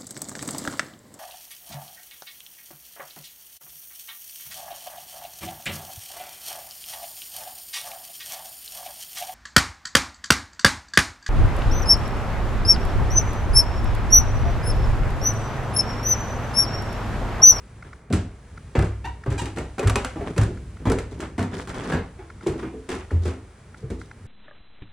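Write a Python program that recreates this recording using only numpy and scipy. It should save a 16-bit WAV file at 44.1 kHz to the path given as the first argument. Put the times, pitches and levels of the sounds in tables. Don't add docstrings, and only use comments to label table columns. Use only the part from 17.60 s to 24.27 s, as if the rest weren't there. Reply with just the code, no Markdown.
import sys
import numpy as np
from scipy import signal
from scipy.fft import rfft, irfft, next_fast_len
from scipy.io import wavfile
from scipy.ndimage import uniform_filter1d

SR = 44100
rng = np.random.default_rng(int(sys.argv[2]) if len(sys.argv) > 2 else 0)


def pcm_store(signal):
    levels = np.round(np.clip(np.atleast_2d(signal), -1, 1) * 32767)
    wavfile.write(sys.argv[1], SR, levels.astype(np.int16).T)


N = 294030
AGE_S = np.arange(SR * 11 // 20) / SR


def amp(db):
    return 10 ** (np.asarray(db) / 20)


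def unit(x):
    return x / np.sqrt(np.mean(x ** 2) + 1e-20)


def crest(x, size):
    return x / np.sqrt(uniform_filter1d(x.mean(0) ** 2, size, mode="constant").max())


def along(points, hz):
    f, v = np.transpose(points)
    return np.interp(np.log(hz + 1), np.log(f), v)


def curves(rows):
    time_s, *columns = np.transpose(rows)
    return [np.interp(np.arange(N) / SR, time_s, column) for column in columns]


def filtered(x, response):
    n = x.shape[-1]
    m = next_fast_len(n + 2048)
    return irfft(rfft(x, m) * response(np.fft.rfftfreq(m, 1 / SR)), m)[..., :n]


def coloured(x, spectrum):
    return unit(filtered(x, lambda hz: amp(along(spectrum, hz))))


def fade(t, t60):
    return np.exp(-np.log(1000) * t / t60)


def onset(time_constant_s):
    return 1 - np.exp(-AGE_S / time_constant_s)


def noise():
    return rng.standard_normal(len(AGE_S))


def uneven(size):
    return unit(uniform_filter1d(noise(), size=size))


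def add(out, s, x):
    part = out[:, max(round(s * SR), 0):][:, :x.shape[-1]]
    part += x[..., :part.shape[1]]


# (frequency [Hz], side re mid [dB])
SIDE_WIDTH = [(100, -66), (250, -29.5), (500, -13), (1000, -2.5), (2000, -12.5), (4000, -3), (10000, -8.5)]


def spread(pair, wide_db=0):
    side = filtered(pair[1], lambda hz: amp(along(SIDE_WIDTH, hz) + wide_db))
    return np.array([pair[0] + side, pair[0] - side])


# (frequency [Hz], t60 [s])
STAIRWELL_T60 = [(60, 0.4), (200, 0.41), (400, 0.41), (1000, 0.35), (3000, 0.38), (8000, 0.31),
                 (14000, 0.15)]


def echo(stretch=1):
    hz, t, z = signal.stft(rng.standard_normal((2, len(AGE_S))), SR, nperseg=256)
    decay = fade(t, stretch * along(STAIRWELL_T60, hz)[:, None])
    tail = signal.istft(z * decay, SR, nperseg=256)[1][:, :len(AGE_S)]
    tail = tail * onset(0.00046)
    return spread(tail / np.linalg.norm(tail[0]))


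def in_room(x, tail, wet_db):
    return x + amp(wet_db) * signal.fftconvolve(x[None], tail, axes=1)[:, :len(x)]


# (frequency [Hz], width [Hz], level [dB])
PAINTED_MODES = [(167.6, 20, 6.5), (199, 31, 3), (254.3, 24, 4.5), (311, 23, -1.5), (379, 26.6, 1.5),
                 (446, 120, -18), (604, 22, -15)]
LAMINATE_MODES = [(132, 33, -13), (208.5, 38, 1.5), (261.7, 11, 2), (326, 18, 1.5), (376.6, 44, -1),
                  (435, 22, -5)]
LANDING_END_S = 4.5
PAINTED_SOFT_HZ, LAMINATE_SOFT_HZ = 647, 434


def tread(x, s, hz):
    on_paint = s < LANDING_END_S
    wood, soft_hz = (PAINTED_MODES, PAINTED_SOFT_HZ) if on_paint else (LAMINATE_MODES, LAMINATE_SOFT_HZ)
    mode = lambda f, c, width: 1j * f * width / (c * c - f * f + 1j * f * width)
    modes = lambda f: sum(amp(db) * mode(f, c, width) for c, width, db in wood)
    spot = lambda f: 1.3 + 1 / (1 + 1j * (f - hz) / 70)
    soft_sole = lambda f: 1 + 1j * f / soft_hz - (f / soft_hz) ** 2
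    return unit(filtered(x, lambda f: modes(f) * spot(f) / soft_sole(f)))


# (time [s], level [dB])
CLOTH_LEVEL = [(0, -62), (.35, -62.5), (.48, -70), (.7, -63.5), (1, -60.5), (1.6, -62.5), (2.6, -56.5),
               (3.7, -63.5), (5.4, -60), (5.9, -62), (6.03, -61.5), (6.25, -63), (6.67, -62)]
RUMBLE_LEVEL_DB = [(0, -44), (1, -45), (3.5, -37.5), (5, -46.5), (6, -45), (6.67, -43)]
# (frequency [Hz], gain [dB])
RUMBLE_SPECTRUM = [(20, -24), (40, -4), (60, 2.5), (95, 0), (140, -5.5), (250, -14), (400, -23), (700, -33),
                   (2000, -65)]
HOUSE_SPECTRUM = [(100, -6), (250, -6), (400, 16.5), (600, 9), (1000, 8), (1500, 7), (2400, 2), (3500, -47),
                  (8000, -43)]
CLOTH_SPECTRUM = [(1500, -1), (2800, 2), (4500, -2.5), (8000, -1.5), (10500, -3.5), (12000, -37),
                  (16000, -15)]


def background():
    cloth_db, = curves(CLOTH_LEVEL)
    rumble_db, = curves(RUMBLE_LEVEL_DB)
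    hush = lambda spectrum: spread(coloured(rng.standard_normal((2, N)), spectrum), wide_db=-1.0)
    sway_db = 2 * np.interp(np.arange(N), np.linspace(0, N, num=50), rng.standard_normal(50))
    rumble = amp(rumble_db + sway_db) * hush(RUMBLE_SPECTRUM)
    house = amp(-56.5) * hush(HOUSE_SPECTRUM)
    cloth = amp(cloth_db) * hush(CLOTH_SPECTRUM)
    return rumble + house + cloth


GRAINS_PER_S = 260
GRAIN_DB, GRAIN_SPREAD_DB = -1, 3.5


def grains():
    flutter = unit(uniform_filter1d(rng.standard_normal(N), size=160))
    fine = unit(rng.standard_normal((2, N)) * amp(0.64 * flutter))
    sizes = amp(GRAIN_SPREAD_DB * rng.standard_normal(N).clip(-2, 2))
    catches = (rng.random(N) < GRAINS_PER_S / SR) * sizes
    coarse = signal.fftconvolve(catches, fade(AGE_S, .004))[:N] * rng.standard_normal((2, N))
    return unit(fine + amp(GRAIN_DB) * unit(coarse))


# (time [s], length [s], tread [dB], rub [dB], grit [dB], swell over the stroke [dB])
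SCUFF_STROKES = [(0.145, 0.036, -64, -55, -81, -5), (0.23, 0.029, -65, -44, -64, -1),
                 (2.655, 0.02, -27.5, -34.5, -50.5, 0), (3.191, 0.056, -42.5, -50, -87, -11),
                 (3.503, 0.12, -42, -51.5, -61, -13.5), (3.613, 0.02, -38, -37, -72, 4),
                 (3.907, 0.1, -36, -39, -50.5, 1), (4.081, 0.034, -45, -34, -49.5, -6.5),
                 (4.137, 0.1, -39, -36.5, -52, 1), (4.229, 0.082, -36, -39, -55, 12),
                 (4.811, 0.057, -41.5, -47, -59, -7), (4.975, 0.045, -36.5, -38.5, -54.5, 0),
                 (5.284, 0.12, -47, -36.5, -53, -12), (5.607, 0.07, -38, -47.5, -53, 11),
                 (6.162, .015, -52, -60, -58.5, 0), (6.385, .02, -60, -57, -54.5, 1)]
# (frequency [Hz], gain [dB])
RUB_SPECTRUM = [(300, 3.5), (650, -2.5), (1200, -2.5), (2000, -6.5), (2600, -12.5), (3500, -16.5),
                (6000, -63)]
GRIT_SPECTRUM = [(1800, -21), (3200, 5.5), (5000, 4), (8000, 2), (10500, -3.5), (12500, -29), (16000, -14)]
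SCUFF_RISE_S, SCUFF_T60_S = 0.022, 0.27
CATCH_DB = 1.1


def scuffs():
    out, t = np.zeros((2, N)), np.arange(N) / SR
    shake = grains()
    rub = spread(coloured(grains(), RUB_SPECTRUM))
    grit = spread(coloured(grains(), GRIT_SPECTRUM))
    drift = uniform_filter1d(rng.standard_normal(N), size=700)
    catch_db = CATCH_DB * unit(uniform_filter1d(drift, size=300))
    for start, length, wood_db, rub_db, grit_db, swell_db in SCUFF_STROKES:
        wood = tread(shake[0], start, hz=360)
        progress = np.clip((t - start) / length, 0, 1)
        pressure = amp(catch_db + swell_db * (progress - .5))
        rise = np.clip((t - start) / SCUFF_RISE_S, 0, 1)
        contact = rise * fade(np.maximum(t - start - length, 0), SCUFF_T60_S)
        out += contact * pressure * (amp(wood_db) * wood + amp(rub_db) * rub + amp(grit_db) * grit)
    return out


# (time [s], level [dB])
LENS_TICKS = [(0.224, -38), (0.33, -36), (0.975, -38), (1.636, -37), (2.972, -43.5), (3.168, -47),
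              (4.7007, -38.5), (4.809, -43), (4.998, -40), (5.506, -39), (6.1437, -42.5), (6.412, -40),
              (6.5114, -39)]
# (frequency [Hz], gain [dB])
LENS_SPECTRUM = [(500, -14), (900, -1.5), (2100, 1.5), (2800, -24), (5000, -16), (8000, -29), (12000, -73)]
TICK_HZ = 1394


def lens_ticks():
    out = np.zeros((2, N))
    for s, db in LENS_TICKS:
        gate = np.sin(np.pi * np.minimum(AGE_S / 0.0088, 1))
        buzz = np.sin(2 * np.pi * TICK_HZ * AGE_S) + 0.72 * coloured(noise(), LENS_SPECTRUM)
        add(out, s - .001, amp(db) * gate * buzz)
    return out


# (time [s], knock [dB], slap [dB], grit [dB], tread pitch [Hz],
#   roll from first touch to flat sole [s], flat sole re first touch [dB], weight [dB],
#   wait before the weight comes [s], its rise [s], boom pitch [Hz], boom t60 [s], whole-flight share [0-1])
FOOTFALLS = [(0.502, -22.5, -45, -53, 201, 0.028, -1.5, -17.5, 0.017, 0.028, 85.3, 0.37, 0.42),
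             (1.151, -21, -28.5, -60, 340, 0.038, -3.5, -11, 0.02, 0.013, 63.1, 0.5, 0.4),
             (1.66, -28.5, -36, -54, 295, 0.051, -3.5, -19.5, 0.016, 0.0075, 100.7, 0.62, 0.56),
             (2.181, -26.5, -32, -44, 420, 0.048, 0.5, -12, 0.057, 0.02, 101.9, .45, 0.8),
             (2.763, -26.5, -38.5, -43, 361, 0.013, 1.5, -12.5, 0.01, 0.035, 108.4, 0.33, 0.73),
             (3.254, -23, -32, -44, 250, 0.014, 0, -16.5, 0.0043, 0.015, 102.4, 0.41, 0.56),
             (3.78, -24, -32.5, -41.5, 246, 0.024, -5, -22, 0.0023, 0.017, 97.3, 0.57, 0.26),
             (4.3176, -27.5, -28, -46, 472, 0.017, -6, -23.5, 0.0157, 0.017, 84.7, .33, 0.8),
             (4.862, -19, -34, -47, 335, 0.058, -12, -25.5, 0.0082, 0.021, 145, 0.28, .7),
             (5.29, -27.5, -37.5, -35, 367, .025, -3.5, -37, 0.0041, 0.048, 79, 0.75, 0.4),
             (5.511, -31, -43, -49.5, 184, 0.02, -9, -15, 0.0031, 0.038, 84.3, 0.52, 0.13),
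             (5.654, -29.5, -38, -42, 384, 0.025, -4.5, -25.5, 0.0027, 0.014, 80, .35, 0.13),
             (6.228, -36.5, -57, -75, 169, 0.028, -18, -28, 0.0032, 0.01, 130, .3, 0.6),
             (6.302, -28.5, -48, -44.5, 394, 0.013, -25, -29, 0.0017, 0.0072, 85, 0.37, 0.3)]
SETTLE_S, SETTLE_DB = .032, -5.5


def touches():
    rows = []
    for s, knock_db, slap_db, grit_db, hz, roll, sole_db, *_ in FOOTFALLS:
        settling = (roll + SETTLE_S, min(sole_db, 0) + SETTLE_DB)
        for lag, db in [(0, 0), (roll, sole_db), settling]:
            rows.append((s + lag, knock_db + db, slap_db + db, grit_db + db, hz))
    return rows


# (time [s], knock [dB], slap [dB], weight [dB], tread pitch [Hz])
PUSH_OFFS = [(1.442, -40.5, -46, -30.5, 336), (1.813, -28, -39, -33, 342), (1.971, -30, -35.5, -29, 359),
             (2.558, -29.5, -40, -28, 286), (2.607, -29, -37.5, -45, 428), (2.879, -30.5, -69, -32, 353),
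             (3.597, -33.5, -47, -39, 333), (4.588, -38.5, -46.5, -48, 347), (4.957, -32.5, -59, -44, 264),
             (5.028, -27.5, -39.5, -35, 278), (5.139, -34.5, -59, -54, 442)]
# (time [s], snap [dB], room re snap [dB], pitch [Hz], knock on the tread [dB], tread pitch [Hz])
JOINTS = [(0.526, -28.5, 0.5, 2360, -37, 205), (0.535, -30, 4.5, 1346, -23.5, 257),
          (1.1907, -33.5, -7.5, 1706, -28, 181), (1.213, -45, -1, 2590, -47, 310),
          (1.224, -37, -6, 1580, -33, 303), (1.243, -41, 6, 1690, -33, 256),
          (1.702, -43.5, 11, 2580, -46, 308), (1.723, -41, -1, 1610, -32.5, 420),
          (1.8569, -35.5, 1.5, 2450, -40.5, 406), (1.961, -44.5, 15, 2670, -33.5, 309),
          (1.974, -49, -10, 1530, -32.5, 465), (1.9846, -34.5, -1, 2206, -44, 306),
          (2.053, -52, -15, 2110, -61, 404), (2.194, -31, -4, 2500, -27, 560),
          (2.231, -44, -11, 1610, -39, 425), (2.2729, -25, -7, 1660, -35, 180),
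          (2.276, -32.5, 2, 1600, -38, 300), (2.2971, -24, -8, 1173, -42, 259.5),
          (2.3571, -20.5, -4.5, 2517, -25, 398), (2.4465, -25.5, -4.5, 1426, -57, 254),
          (2.465, -53, -7, 1470, -44, 394), (2.779, -26.5, -4.5, 1710, -30, 276),
          (2.8122, -33, 4.5, 1230, -26.5, 160), (2.8339, -35, -15, 1800, -38, 383),
          (3.299, -30, -8, 1350, -21.5, 475), (3.318, -29, -1.5, 1480, -29, 417),
          (3.3857, -32, -1.5, 2120, -33.5, 470), (3.6032, -36, 6, 1380, -57, 415),
          (3.7913, -31.5, -2, 1480, -40, 458), (3.827, -36.5, -3, 1750, -34, 250),
          (4.073, -37, 2, 1570, -36.5, 393), (4.318, -43, 11, 1870, -46, 650),
          (4.331, -51, 0, 1500, -21, 205), (4.8699, -34, 4.5, 1120, -27.5, 340)]
PUSH_ROLL_S, PUSH_SOLE_DB = 0.033, -8.5
JOINT_SLAP_DB = -9


def blows():
    landing = [(s, knock_db, slap_db, hz) for s, knock_db, slap_db, _, hz in touches()]
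    leaving = [(s + lag, knock_db + db, slap_db + db, hz)
               for s, knock_db, slap_db, _, hz in PUSH_OFFS
               for lag, db in [(0, 0), (PUSH_ROLL_S, PUSH_SOLE_DB)]]
    joints = [(s, knock_db, db + JOINT_SLAP_DB, hz) for s, db, _, _, knock_db, hz in JOINTS]
    return landing + leaving + joints


# (time [s], level [dB])
KNOCK_ROOM_LEVEL = [(.5, -4.5), (2.5, -1.5), (4.3, 0.5), (5.3, -3), (6.3, -5.5)]
# (frequency [Hz], gain [dB])
SLAP_SPECTRUM = [(300, -50), (520, 2.5), (720, 6.5), (1250, 0.5), (1800, -3), (2500, -8), (3300, -16.5),
                 (5000, -26), (8000, -26), (11000, -57), (13000, -86)]
SOLE_RISE_S, BOARD_RISE_S = .0022, .005


def knocks():
    out = np.zeros((2, N))
    for s, knock_db, slap_db, hz in blows():
        tail = echo()
        board = tread(noise() * fade(AGE_S, 0.058) * onset(BOARD_RISE_S), s, hz)
        ring = unit(np.sin(2 * np.pi * hz * AGE_S) * fade(AGE_S, 0.066) * onset(BOARD_RISE_S))
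        knock = board + 0.57 * ring
        room_db = np.interp(s, *np.transpose(KNOCK_ROOM_LEVEL))
        patches = amp(4.1 * uneven(90))
        slap = coloured(noise(), SLAP_SPECTRUM) * patches * fade(AGE_S, 0.05) * onset(SOLE_RISE_S)
        add(out, s, amp(knock_db) * crest(in_room(knock, tail, room_db), size=530))
        add(out, s, amp(slap_db) * crest(in_room(slap, tail, wet_db=2.5), size=530))
    return out


GRIT_HZ, GRIT_ROOM_DB = 2280, 4.5


def snaps():
    joints = [(s, db, room_db, hz) for s, db, room_db, hz, *_ in JOINTS]
    grit = [(s, db, GRIT_ROOM_DB, GRIT_HZ * np.exp(rng.normal(0, 0.11))) for s, _, _, db, _ in touches()]
    return joints + grit


# (frequency [Hz], gain [dB])
SNAP_SPECTRUM = [(250, -24), (600, -1), (1500, 6), (2100, 1.5), (2600, 1), (3600, -1), (5000, -2.5),
                 (8000, 0), (10500, -6.5), (12500, -22.5), (16000, -21)]
SNAP_T60_S, SPLINTER_DB = 0.031, 4.2
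PING_GAIN, PING_WIDTH_HZ = 0.92, 630


def cracks():
    out = np.zeros((2, N))
    for s, db, room_db, hz in snaps():
        splinters = noise() * amp(SPLINTER_DB * uneven(24))
        peak = lambda f: 1 + PING_GAIN / (1 + ((f - hz) / PING_WIDTH_HZ) ** 2)
        colour = lambda f: amp(along(SNAP_SPECTRUM, f)) * peak(f)
        snap = filtered(splinters * fade(AGE_S, SNAP_T60_S) * onset(0.0002), colour)
        answer = filtered(echo(), colour) * onset(0.00092)
        add(out, s, amp(db) * crest(unit(snap) + amp(room_db) * unit(answer), size=176))
    return out


PUSH_LOAD_S, PUSH_BOOM_HZ, PUSH_BOOM_T60_S, PUSH_SHARE = 0.045, 64.1, 0.43, 0.32


def loads():
    landing = [(s + wait, db, rise, hz, t60, share)
               for s, *_, db, wait, rise, hz, t60, share in FOOTFALLS]
    leaving = [(s, db, PUSH_LOAD_S, PUSH_BOOM_HZ, PUSH_BOOM_T60_S, PUSH_SHARE)
               for s, *_, db, _ in PUSH_OFFS]
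    return landing + leaving


# (frequency [Hz], level [dB], t60 over that of the loaded board [1])
FLIGHT_MODES = [(27.3, -20, 0.68), (39.9, -4.5, 1.5), (59.53, -1, 1.67), (84.2, -2.5, 0.89),
                (101, -1, 1.57), (131.8, -1, 0.41)]


def thuds():
    out = np.zeros((2, N))
    for s, db, rise, hz, boom_t60, share in loads():
        load = np.sin(np.pi / 2 * np.minimum(AGE_S / rise, 1)) ** 2
        since = np.maximum(AGE_S - rise, 0)
        boom = np.sin(2 * np.pi * hz * AGE_S) * fade(since, boom_t60)
        frame = 0
        for f, level, life in FLIGHT_MODES:
            gain = amp(level + rng.normal(0, 2.8))
            turn = 2 * np.pi * (f * rng.normal(1, 0.027) * AGE_S + rng.random())
            frame = frame + gain * fade(since, life * boom_t60) * np.sin(turn)
        add(out, s, amp(db) * crest(in_room(load * (boom + share * frame), echo(), wet_db=-28.5), size=530))
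    return out


# (pitch over the tread pitch [1], level [dB], t60 [s])
JOLTED_BOARD_MODES = [(1.002, 3, 0.063), (2.03, -8.5, 0.2), (2.85, -11, 0.18), (3.7, -10, 0.064)]
JOINT_RING_DB, PING_DB = -8, -9
PING_T60_S = 0.12


def joint_rings():
    out = np.zeros((2, N))
    for s, db, _, ping_hz, _, board_hz in JOINTS:
        board = sum(amp(level) * np.sin(2 * np.pi * ratio * board_hz * AGE_S) * fade(AGE_S, t60)
                    for ratio, level, t60 in JOLTED_BOARD_MODES)
        board = board * onset(BOARD_RISE_S)
        ping = np.sin(2 * np.pi * ping_hz * AGE_S) * fade(AGE_S, PING_T60_S)
        tail = echo()
        add(out, s, amp(db + JOINT_RING_DB) * crest(in_room(board, tail, wet_db=-8.5), size=530))
        add(out, s, amp(db + PING_DB) * crest(in_room(ping, tail, wet_db=-15.5), size=176))
    return out


# (time [s], level [dB], first pitch [Hz],
#   last pitch [Hz], length [s], tilt [dB per kHz], roughness [0-1])
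SLIPS = [(1.4425, -32.5, 880, 945, .02, -3.9, .17), (1.453, -37, 725, 785, .014, -5.5, .17),
         (1.469, -35, 945, 962, .018, -7.5, .12), (1.777, -33, 795, 825, .024, -.2, .27),
         (1.79, -30, 978, 940, .016, -1.2, .38), (1.811, -36, 912, 925, .018, -.2, .33)]
# (frequency [Hz], gain [dB])
SQUEAL_SPECTRUM = [(500, 2), (850, -2.5), (1300, 2), (1700, -5), (2350, 2.5), (2750, 1), (3300, -4.5),
                   (5000, -4), (8000, 3), (11000, -7), (12500, -33), (15000, -26)]
RASP_SPECTRUM = [(400, -12), (900, -5), (1800, -2), (2700, -20), (3500, -11), (8000, -16), (11000, -21),
                 (13000, -33)]
GRIP_S = 0.005
WAVER, ROUGH_WAVER = .006, .06
CREAK_RING = 0.92


def squeaks():
    out = np.zeros((2, N))
    for s, db, first_hz, last_hz, length, tilt_db, rough in SLIPS:
        glide_hz = np.interp(AGE_S, [0, length], [first_hz, last_hz])
        rate_hz = glide_hz * (1 + (WAVER + ROUGH_WAVER * rough) * uneven(110))
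        turn = 2 * np.pi * np.cumsum(rate_hz) / SR
        harmonics = sum(amp(tilt_db * (k - 1) * first_hz / 10 ** 3) * np.sin(k * turn) / np.sqrt(k)
                        for k in range(1, 18))
        slips = coloured(harmonics, SQUEAL_SPECTRUM)
        rasp = coloured(noise() * amp(6.1 * uneven(60)), RASP_SPECTRUM)
        stroke = onset(GRIP_S) * np.exp(-(AGE_S / length) ** 4)
        creak = stroke * ((1 - rough) * slips + rough * rasp)
        add(out, s, amp(db) * crest(in_room(creak, echo(CREAK_RING), wet_db=-3.5), size=530))
    return out


# (time [s], level [dB])
DIRT_GRAINS = [(3.5915, -52), (4.093, -40.5), (4.1439, -45), (4.1633, -47), (4.182, -48), (4.2357, -47),
               (4.9794, -52)]
DIRT_T60_S, DIRT_ROOM_DB = 0.021, -8


def dirt():
    out = np.zeros((2, N))
    for s, db in DIRT_GRAINS:
        burst = coloured(noise(), GRIT_SPECTRUM) * fade(AGE_S, DIRT_T60_S)
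        add(out, s, amp(db) * crest(in_room(burst, echo(), wet_db=DIRT_ROOM_DB), size=88))
    return out


def scene():
    feet = scuffs() + knocks() + thuds() + dirt()
    boards = cracks() + joint_rings() + squeaks()
    return background() + lens_ticks() + feet + boards


# (frequency [Hz], lead of the left microphone [rad])
MIC_PHASE = [(30, .025), (125, .05), (400, 0), (4600, 0), (5500, -1), (10000, -1.3), (15000, -1.7)]
TOP_HZ = 16200


def record(dry):
    phase = lambda hz: np.exp(.5j * along(MIC_PHASE, hz) * np.array([[1], [-1]]))
    low_cut = lambda hz: 1j * hz / (22 + 1j * hz)
    return filtered(dry, lambda hz: phase(hz) * low_cut(hz) * (hz < TOP_HZ))


dry = scene()
out = record(dry)
pcm_store(out)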